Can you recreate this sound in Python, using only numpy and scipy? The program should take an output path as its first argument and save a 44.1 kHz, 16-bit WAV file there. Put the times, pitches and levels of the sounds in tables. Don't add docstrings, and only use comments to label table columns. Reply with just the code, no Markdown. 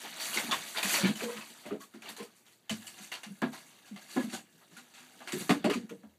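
import sys
import numpy as np
from scipy import signal
from scipy.fft import rfft, irfft
from scipy.io import wavfile
from scipy.ndimage import uniform_filter1d

SR = 44100
rng = np.random.default_rng(int(sys.argv[2]) if len(sys.argv) > 2 else 0)


def wav_out(sig):
    wavfile.write(sys.argv[1], SR, np.round(np.clip(np.atleast_2d(sig).T, -1, 1) * 32767).astype(np.int16))


def gain_from_db(level_db):
    decades = np.asarray(level_db, float) / 20
    return 10 ** decades


N = 272538
TUBE_FROM_S = 2.6

# hz, level_db (per Hz)
PAPER = [(180, -8), (300, 0), (545, -9), (665, -2), (2230, -4.5), (4470, -5.5), (5100, -9.5), (6650, -4),
         (10800, -7.5), (15700, -12)]
# pitch_hz, level_db, t60_s
BOARDS = [(152.4, -9.5, 0.29), (190, -10, 0.32), (215, -1, 0.12), (250.2, -3.5, 0.2), (290.6, -3.5, 0.22),
          (345, -1.5, 0.11), (420, -8.5, 0.052), (482.8, -10.5, 0.18), (572, -13.5, 0.086)]


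def evened(x):
    return x / np.sqrt(np.mean(x ** 2) + 1e-20)


def read(points, hz):
    f, value = np.transpose(points)
    return np.interp(np.log(hz + 1), np.log(f + 1), value)


def add(mix, s, sound):
    part = mix[max(round(s * SR), 0):][:len(sound)]
    part += sound[:len(part)]


def coloured(x, gain_db):
    hz = np.fft.rfftfreq(len(x), 1 / SR)
    return irfft(rfft(x) * gain_from_db(gain_db(hz)), len(x))


def shelves(hz):
    body = 1 / (1 + (hz / 1400) ** 6)
    fizz = 1 / (1 + (5000 / (hz + 1)) ** 5)
    return body, fizz


def hush():
    # hz, level_db (per Hz)
    air_spectrum = [(18, -52), (30, 4), (70, 7), (140, 3), (278, 4), (500, 2.5), (773, -8), (2870, -18),
                    (10300, -22), (14600, -10), (15700, -16)]
    # pitch_hz, level_db (rms)
    hum_tones = [(119, -81)]
    t = np.arange(N) / SR
    air = evened(coloured(rng.standard_normal(N), lambda hz: read(air_spectrum, hz)))
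    hum = sum(gain_from_db(db + 6) * np.sin(2 * np.pi * f * t) for f, db in hum_tones)
    return gain_from_db(-72.5) * air + hum


def room(x):
    # hz, t60_s
    room_decay = [(200, 0.38), (1000, 0.12), (3000, 0.11), (8000, 0.22)]
    taps = np.zeros(SR // 2)
    at = np.arange(130, SR // 2 - 20, 20)
    taps[at + rng.integers(0, 20, len(at))] = rng.choice([-1., 1.], len(at))
    hz, t, z = signal.stft(taps, SR, nperseg=256)
    fade = gain_from_db(-60 * t / read(room_decay, hz)[:, None])
    tail = signal.istft(z * fade, SR, nperseg=256)[1]
    return signal.fftconvolve(x, tail / np.linalg.norm(tail))[:N]


def boom(peak_db, hz):
    t = np.arange(12000) / SR
    swell = 1 - np.exp(-t / 0.018)
    return gain_from_db(peak_db + 10.0) * np.sin(2 * np.pi * hz * t) * swell * gain_from_db(-60 * t / 0.42)


def floor_booms(low):
    # start_s, peak_db, pitch_hz
    landings = [
        (1.023, -65, 96.9),
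        (1.672, -55, 89),
        (1.766, -73, 98),
        (2.704, -48.5, 105.4),
        (3.417, -49, 50),
        (4.33, -66, 107),
        (5.332, -73, 91.5),
        (5.492, -39, 46),
        (5.651, -38, 45),
        (6.062, -56, 81),
    ]
    for s, peak_db, hz in landings:
        add(low, s - .01, boom(peak_db, hz))


def ring(hz, contact_s, t60):
    t = np.arange(10000) / SR
    slow = evened(uniform_filter1d(rng.standard_normal((2, 201)), size=10))
    feed, sway = (np.interp(t, np.arange(201) * 50 / SR, v) for v in slow)
    free = np.maximum(t - contact_s, 0)
    rise = 1 - np.exp(-(t * hz / 1.2) ** 2)
    swing = np.sin(2 * np.pi * (hz * t + 0.12 * sway))
    return gain_from_db(1.4 * feed - 60 * free / t60) * swing * rise


def rebounds_and_rattles(low):
    # start_s, peak_db, pitch_hz, contact_s
    rebounds_rattles = [(1.044, -21.5, 245.5, 0.014), (1.085, -21, 201, 0.031), (1.005, -33, 204, 0.02),
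                        (4.167, -38, 1690, 0.055), (1.233, -33, 230, 0.042), (1.222, -32.5, 482, 0.085),
                        (1.357, -41, 215, 0.045), (3.425, -31, 307, 0.011), (1.714, -31.5, 286, 0.021),
                        (1.73, -35, 500, 0.02), (2.184, -45.5, 464, 0.058), (2.253, -55, 410, 0.025),
                        (2.704, -38.5, 664, 0.019), (2.777, -45.5, 210, 0.045), (3.935, -41, 208, 0.03),
                        (4.169, -20.5, 255, 0.044), (4.164, -28, 345, 0.045), (4.239, -27.5, 221, 0.023),
                        (4.27, -32.5, 248, 0.019), (4.339, -37.5, 760, 0.022), (4.167, -33.5, 760, 0.017),
                        (5.334, -34, 370, 0.044), (5.501, -13.5, 186.5, 0.015), (5.503, -23, 720, 0.016),
                        (5.497, -26, 655, 0.008), (5.646, -29, 790, 0.016), (5.648, -25, 600, 0.03),
                        (5.651, -44, 350, 0.017), (5.695, -25.5, 420, 0.028), (5.498, -28.5, 1880, 0.0057),
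                        (0.495, -38, 850, .015), (0.519, -30, 1080, .035), (0.981, -36, 560, 0.041),
               (1.283, -41, 1020, 0.022), (1.32, -42, 482, .035), (1.37, -50, 1030, 0.042),
               (1.655, -46, 740, .025), (1.745, -40, 330, 0.023), (1.745, -44, 640, .025),
               (1.785, -45, 300, .012), (1.805, -49, 1120, .04), (4.175, -33, 520, .03),
               (3.43, -33, 1650, .02), (4.177, -41, 953, 0.018), (4.345, -42.5, 1498, 0.018),
               (5.35, -35, 200, 0.038), (5.507, -17, 245, .012), (5.51, -28.5, 1185, .015),
               (5.576, -33, 280, .01), (5.655, -13.5, 242, .011), (5.675, -23, 360, .02),
               (5.70, -26, 290, .022), (5.70, -35, 1225, .055), (5.738, -38, 1010, .018),
               (5.834, -37.5, 229, 0.023)]
    for s, peak_db, hz, contact_s in rebounds_rattles:
        add(low, s - .004, gain_from_db(peak_db - 4.5) * ring(hz, contact_s, .045))


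def thud(peak_db, ring_hz, t60, boards_db, contact_s):
    chance = rng.standard_normal((len(BOARDS), 2))
    rings = ring(ring_hz, contact_s, np.clip(t60, .04, .16))
    for (f, db, decay), (a, b) in zip(BOARDS, chance):
        level = gain_from_db(boards_db + db - 4.5 + 3.07 * a) * np.sign(b)
        rings += level * ring(f * (1 + 0.015 * b), contact_s, decay)
    return gain_from_db(peak_db - 8.0) * rings


def thuds(low):
    # start_s, peak_db, pitch_hz (main ring), boards_db (re main ring)
    paw_thuds = [(0.037, -48, 449, 1), (0.179, -51, 552, -14), (0.364, -37, 345, 2.5),
                 (0.439, -33.5, 245.4, -3), (0.484, -39, 223, 1), (0.761, -41.5, 457, -3),
                 (0.847, -30, 194.5, -10), (0.926, -40.5, 293, 5.5), (1.035, -14, 190, -6),
                 (1.221, -40, 345, 0), (1.501, -54, 238, -1.5), (1.658, -40.5, 596, 5),
                 (1.714, -26.5, 420, -3), (1.944, -43, 223, 2), (2.045, -50, 412, -2),
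                 (2.095, -47.5, 241, 3.5), (2.203, -36.5, 468, 0)]
    # start_s, peak_db, pitch_hz (main ring), boards_db (re main ring)
    tube_thuds = [(2.712, -22.5, 215, -15), (3, -41.5, 210, -30), (3.265, -35.5, 209.5, -25),
                  (3.302, -32.5, 200, -23), (3.426, -22, 261.7, -0.5), (3.912, -34, 209, -12),
                  (4.126, -49, 211, 0), (4.166, -25, 300, -1), (4.328, -38, 227, 5.5),
                  (4.536, -48, 165, -10), (4.715, -47, 166, -4), (4.772, -45.5, 244, -22),
                  (5.153, -53, 245, 1), (5.211, -49, 241, -1), (5.266, -49.5, 372, -5),
                  (5.332, -31.5, 240.6, 3.5), (5.405, -31.5, 159, -2.5), (5.498, -14, 288, -2),
                  (5.646, -21, 290, 2), (5.757, -23, 240, -6), (5.909, -34, 463, 2.5),
                  (6.04, -40.5, 215, -7.5)]
    for rows, t60_s, contact_s in ((paw_thuds, 0.16, .026), (tube_thuds, 0.17, .022)):
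        for s, peak_db, hz, boards_db in rows:
            add(low, s - .006, thud(peak_db, hz, t60_s, boards_db, contact_s))


def wall(hz):
    # pitch_hz, width_hz, level_db
    wall_modes = [(740, 24, 0.5), (776, 38, -0.5), (1252, 57, -42), (1410, 39, -4), (1670, 62, 4),
                  (1880, 130, -35), (2120, 130, -3.5), (2770, 90, 1), (3760, 24, 3.5)]
    return sum(gain_from_db(db) / (1 + (2 * (hz - f) / w) ** 2) for f, w, db in wall_modes)


def crackle(size, per_s, spread_db):
    struck = rng.random(size) < per_s / SR
    largeness = np.minimum(rng.exponential(1, size), 3)
    sign_noise, slip = rng.standard_normal((2, size))
    clicks = np.sign(sign_noise) * gain_from_db(spread_db * largeness) * struck
    kind = rng.integers(0, 32, size)
    t = np.arange(512) / SR
    out = 0
    for k, hz in enumerate(np.geomspace(500, 13000, num=32)):
        crease = np.sin(2 * np.pi * hz * t) * t * hz * np.exp(-t * hz / 1.6) * (hz / 3000) ** .85
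        out = out + signal.oaconvolve(clicks * (kind == k), crease)[:size]
    return evened(out) + .9 * slip


def drag_levels():
    # start_s, effort_db, crispness_db
    paper_drag = [(0.0, -53, -0.5), (0.15, -51, -6.5), (0.26, -45.5, 2.5), (0.6, -47, -5), (0.81, -58, 6),
                  (0.948, -34.5, 1.5), (1.069, -39, -21), (1.15, -56.5, -0.5), (1.29, -53, -0.5),
                  (1.69, -65.5, -1.5), (1.82, -77.5, 1), (2.13, -61.5, -12), (2.53, -80, 4)]
    # start_s, effort_db, crispness_db
    tube_drag = [(2.68, -74.5, -7), (2.74, -62, 2), (2.87, -63, 3.5), (3.1, -64.5, -6), (3.46, -73, 7),
                 (3.6, -64, 1), (3.91, -70, -2.5), (4.23, -56.5, 1), (4.39, -76, -15), (4.51, -74.5, 2.5),
                 (4.97, -67, -2.5), (5.28, -63, -1.5), (5.4, -53.5, 5.5), (5.52, -61.5, 2),
                 (5.68, -60.5, -23), (5.9, -74, -1), (6.18, -80.5, -2.5)]
    s, effort_db, crisp_db = np.transpose(paper_drag + tube_drag)
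    extra_db = effort_db + 60
    body_db = -66 + 0.9 * extra_db
    rumble_db = -67 + 0.61 * extra_db
    return s, effort_db, body_db, effort_db + crisp_db, rumble_db


def board_rumble():
    u = np.arange(8000) / SR
    boards = sum(gain_from_db(db - 60 * u / t60) * np.sin(2 * np.pi * f * u) for f, db, t60 in BOARDS)
    pushes = rng.standard_normal(N) * (rng.random(N) < 150 / SR)
    return evened(signal.oaconvolve(pushes, boards)[:N])


def slide():
    s, *levels_db, rumble_db = drag_levels()
    t = np.arange(N) / SR
    hz = np.fft.rfftfreq(N, 1 / SR)
    sheet = rfft(crackle(N, 1500, 1.8)) * gain_from_db(read(PAPER, hz))
    low, high = shelves(hz)
    shared, *own = evened(uniform_filter1d(rng.standard_normal((4, N)), 600))
    rubbing = np.clip((t - TUBE_FROM_S) / 0.086, 0, 1) * np.clip(0.65 + 0.4 * shared, 0, 2)
    out = np.zeros(N)
    for share, db, clumps in zip((1 - low - high, low, high), levels_db, own):
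        band = evened(irfft(sheet * share, N))
        band = band + rubbing * irfft(rfft(band) * wall(hz), N)
        out += band * gain_from_db(np.interp(t, s, db) + 0.5 * shared + 0.5 * clumps)
    return out + board_rumble() * gain_from_db(np.interp(t, s, rumble_db))


def burst(creases, s, ring_hz, body_db, fizz_db):
    on_tube = s > TUBE_FROM_S
    hz = np.fft.rfftfreq(8192, 1 / SR)
    low, high = shelves(hz)
    ring_db = (4.0 if on_tube else 7.3) / (1 + ((hz - ring_hz) / 90) ** 2)
    dull_db = 2.2 * on_tube * np.log2(1 + (hz / 9000) ** 4)
    gain = gain_from_db(read(PAPER, hz) + low * (body_db + 5) + high * (fizz_db + 14.0) + ring_db - dull_db)
    piece = creases[rng.integers(len(creases) - 8192):][:8192]
    return evened(irfft(rfft(piece) * gain * (1 + 0.46 * on_tube * wall(hz))))


def with_body(rows, law):
    base_db, per_octave_db, per_blunt_db = law
    touches = []
    for s, db, hz, crisp_db, length_s in rows:
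        body_db = base_db + per_octave_db * np.log2(hz / 1000) - per_blunt_db * (crisp_db + 20)
        touches.append((s, db, hz, body_db, crisp_db, length_s))
    return touches


def swish(creases, s, peak_db, ring_hz, body_db, fizz_db, length_s):
    u = 4 * np.arange(8192) / SR / max(length_s, .005)
    return gain_from_db(peak_db - 9) * burst(creases, s, ring_hz, body_db, fizz_db) * u ** 1.6 * np.exp(-u)


def swishes(spots, creases):
    # start_s, peak_db, pitch_hz, crispness_db, length_s
    paper_swishes = [(0.0418, -28.5, 860, -30, 0.049), (0.204, -23, 4550, -17, 0.061),
                     (0.2826, -33, 1420, -15, 0.037), (0.3331, -19.5, 2800, -16, 0.088),
                     (0.673, -31, 4190, -13, 0.048), (0.7538, -21, 1500, -25, 0.085),
                     (0.8713, -18.5, 2000, -16, 0.099), (1.071, -22, 1630, -20, 0.036),
                     (1.192, -25.5, 1610, -22, 0.074), (1.235, -24, 2280, -18.5, 0.032),
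                     (1.282, -32, 1020, -38, 0.099), (1.3704, -28.5, 1260, -25, 0.038),
                     (1.573, -45.5, 4540, -13, 0.09), (1.641, -36, 730, -41, 0.11),
                     (1.806, -35, 1160, -15, 0.056), (2.193, -32, 1020, -27, 0.059),
                     (2.2346, -35, 816, -13, 0.031), (2.359, -48, 2440, -9, 0.062),
                     (2.456, -45, 3080, -19, .071), (2.519, -48.5, 4350, -16, 0.052)]
    # start_s, peak_db, pitch_hz, crispness_db, length_s
    tube_swishes = [(2.9703, -35, 1410, -16.5, .073), (3.0186, -34, 2180, -8.5, 0.074),
                    (3.188, -51, 710, -22, .04), (3.5284, -31.5, 685, -16, 0.064),
                    (3.579, -37, 1670, -20, .034), (3.864, -40, 1320, -14.5, 0.055),
                    (4.021, -39.5, 1630, -11, 0.034), (4.0915, -33, 4500, -13.5, 0.11),
                    (4.2, -31, 703, -21, 0.06), (4.2887, -32.5, 2690, -17, 0.11),
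                    (4.334, -24.5, 740, -12, 0.043), (4.365, -36, 1500, -22, 0.045),
                    (4.6194, -46, 1400, -54, .04), (4.7142, -44.5, 1780, -18, 0.094),
                    (4.9704, -41, 1660, -15, 0.096), (5.397, -31, 4670, -18, 0.052)]
    # level_db (at 1 kHz), slope_db (per octave), blunt_db (per dB of bluntness)
    paper_law = (-8, -2.3, 0)
    # level_db, slope_db, blunt_db
    tube_law = (-6, -4, 0.24)
    rows = with_body(paper_swishes, paper_law) + with_body(tube_swishes, tube_law)
    for k, row in enumerate(rows):
        add(spots[k % 3], row[0] - .012, swish(creases, *row))


def snap(creases, s, peak_db, ring_hz, body_db, fizz_db, scrape_s):
    on_paper = s < TUBE_FROM_S
    treble_s, pop_level, attack_s = (.087, 2.2, .0012) if on_paper else (.04, 1.1, .00023)
    dull_hz = 3000 if on_paper else 2.1 * ring_hz
    top_db = .3 * (fizz_db + 18) if on_paper else 4.0
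    t = np.arange(8192) / SR
    scrape = burst(creases, s, ring_hz, body_db, fizz_db)
    dull = signal.sosfiltfilt(signal.butter(1, dull_hz, fs=SR, output="sos"), scrape)
    scrape = dull + (scrape - dull) * np.exp(-t / treble_s)
    scrape = scrape * gain_from_db(-60 * np.maximum(t - scrape_s, 0) / 0.18)
    tick = coloured(rng.standard_normal(len(t)), lambda hz: read(PAPER, hz) + top_db * shelves(hz)[1])
    tick = .7 * tick * np.exp(-t / .002)
    pop = pop_level * np.sin(2 * np.pi * ring_hz * t) * np.exp(-t / .005)
    return gain_from_db(peak_db - 8.5) * (scrape + tick + pop) * np.clip(t / attack_s, 0, 1)


def snaps_and_knocks(spots, creases):
    # start_s, peak_db, pitch_hz, crispness_db, scrape_s
    paper_snaps = [(0.369, -23, 2150, -34, 0.014), (0.508, -22.5, 3500, -27, 0.028),
                   (0.7695, -25, 3700, -24, 0.008), (0.825, -23, 2464, -17, 0.03),
                   (0.9355, -25, 2080, -30, 0.0068), (1.0423, -26, 2280, -33, 0.016),
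                   (1.1514, -36.5, 3000, -14, 0.029), (1.405, -38, 2560, -34, 0.01),
                   (1.656, -45, 2050, -17, 0.019), (1.705, -40.5, 1300, -66, 0.018),
                   (1.935, -48, 1370, -22, 0.015), (2.017, -41.5, 2210, -23, .035),
                   (2.056, -39, 2810, -28, 0.036), (2.0845, -36, 3670, -13, 0.014),
                   (2.1613, -40.5, 4090, -14, .018)]
    # start_s, peak_db, pitch_hz, crispness_db, scrape_s
    tube_knocks = [(2.692, -26.5, 3000, -15, 0.01), (2.865, -36.5, 2900, -10.5, .008),
                   (3.115, -31, 2830, -18.5, 0.025), (3.230, -36.5, 2820, -18.5, 0.0071),
                   (3.4155, -24, 1560, -39, 0.011), (3.9584, -40.5, 2110, -25, 0.01),
                   (4.162, -29, 1660, -43, 0.0038), (4.764, -41, 1440, -14, 0.024),
                   (4.9356, -46.5, 2642, -16, 0.04), (5.202, -41.5, 1670, -40, 0.017),
                   (5.271, -33, 1480, -19.5, 0.026), (5.3183, -30, 2030, -11, 0.021),
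                   (5.4905, -20, 1150, -23, 0.02), (5.64, -25, 1540, -25.5, .012),
                   (5.6955, -26, 2900, -23, 0.014), (5.731, -30.5, 3000, -17, 0.008),
                   (5.8905, -42, 1030, -19.5, .009), (6.0294, -52, 963, -47, .012)]
    # level_db (at 1 kHz), slope_db (per octave), blunt_db (per dB of bluntness)
    paper_law = (-7.5, -0.76, 0)
    # level_db, slope_db, blunt_db
    tube_law = (-9.5, -0.66, 0.48)
    rows = with_body(paper_snaps, paper_law) + with_body(tube_knocks, tube_law)
    for k, row in enumerate(rows):
        add(spots[k % 3], row[0] + .003, snap(creases, *row))


def crack(peak_db, hz):
    u = np.arange(600) / SR * hz
    overtone = 0.7 * np.sin(2 * np.pi * 1.76 * u) * np.exp(-u)
    return gain_from_db(peak_db - 6) * (np.sin(2 * np.pi * u) + overtone) * np.exp(-u / 2.5)


def cracks(spots):
    # start_s, peak_db, pitch_hz
    breaks = [(0.207, -26, 2650), (0.232, -27, 3880), (0.287, -25, 4290), (0.344, -23, 2830),
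              (0.374, -15, 2250), (0.386, -20, 2200), (0.4, -23, 2250), (0.518, -12, 3370),
              (0.526, -20, 1100), (0.531, -19, 1070), (0.544, -25, 1110), (0.773, -21, 2520),
              (0.834, -15.5, 2500), (0.857, -18, 2020), (0.874, -23, 1960), (0.942, -16, 2400),
              (0.948, -19, 2030), (0.985, -22, 2210), (1.047, -22, 2380), (1.074, -23, 1640),
              (1.199, -30, 2220), (1.211, -27, 1580), (1.336, -32, 2010), (1.371, -35, 2030),
              (1.413, -36, 2520), (1.707, -38, 1230), (3.117, -29, 2780), (4.351, -31, 1440),
              (5.508, -16.5, 1180), (5.698, -23, 1220), (5.734, -28, 1220), (6.033, -53, 1000)]
    for k, (s, peak_db, hz) in enumerate(breaks):
        add(spots[k % 3], s, crack(peak_db, hz))


def scene():
    spots, low = np.zeros((3, N)), np.zeros(N)
    floor_booms(low)
    rebounds_and_rattles(low)
    thuds(low)
    moving = slide()
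    creases = crackle(2 * SR, 2000, 1.2)
    swishes(spots, creases)
    snaps_and_knocks(spots, creases)
    cracks(spots)
    near = spots.sum(0) + low + moving
    echoes = gain_from_db(-4.5) * sum(room(spot) for spot in spots)
    echoes = echoes + gain_from_db(-2.5) * room(moving) + gain_from_db(-13) * room(low)
    return np.tile(near + echoes + hush(), (2, 1))


def low_pass(x):
    return signal.sosfilt(signal.butter(12, 15470, fs=SR, output="sos"), x)


def record(dry):
    x = dry + .5 * signal.lfilter(*signal.iirpeak(4600, 9.0, SR), dry)
    x = .3 * x + .7 * signal.lfilter(*signal.iirnotch(5130, 15.0, SR), x)
    x = signal.sosfilt(signal.butter(3, 150, "high", fs=SR, output="sos"), x)
    x = signal.sosfilt(signal.ellip(10, .3, 60, 15350, fs=SR, output="sos"), x)
    return low_pass(x)


dry = scene()
out = record(dry)
wav_out(out)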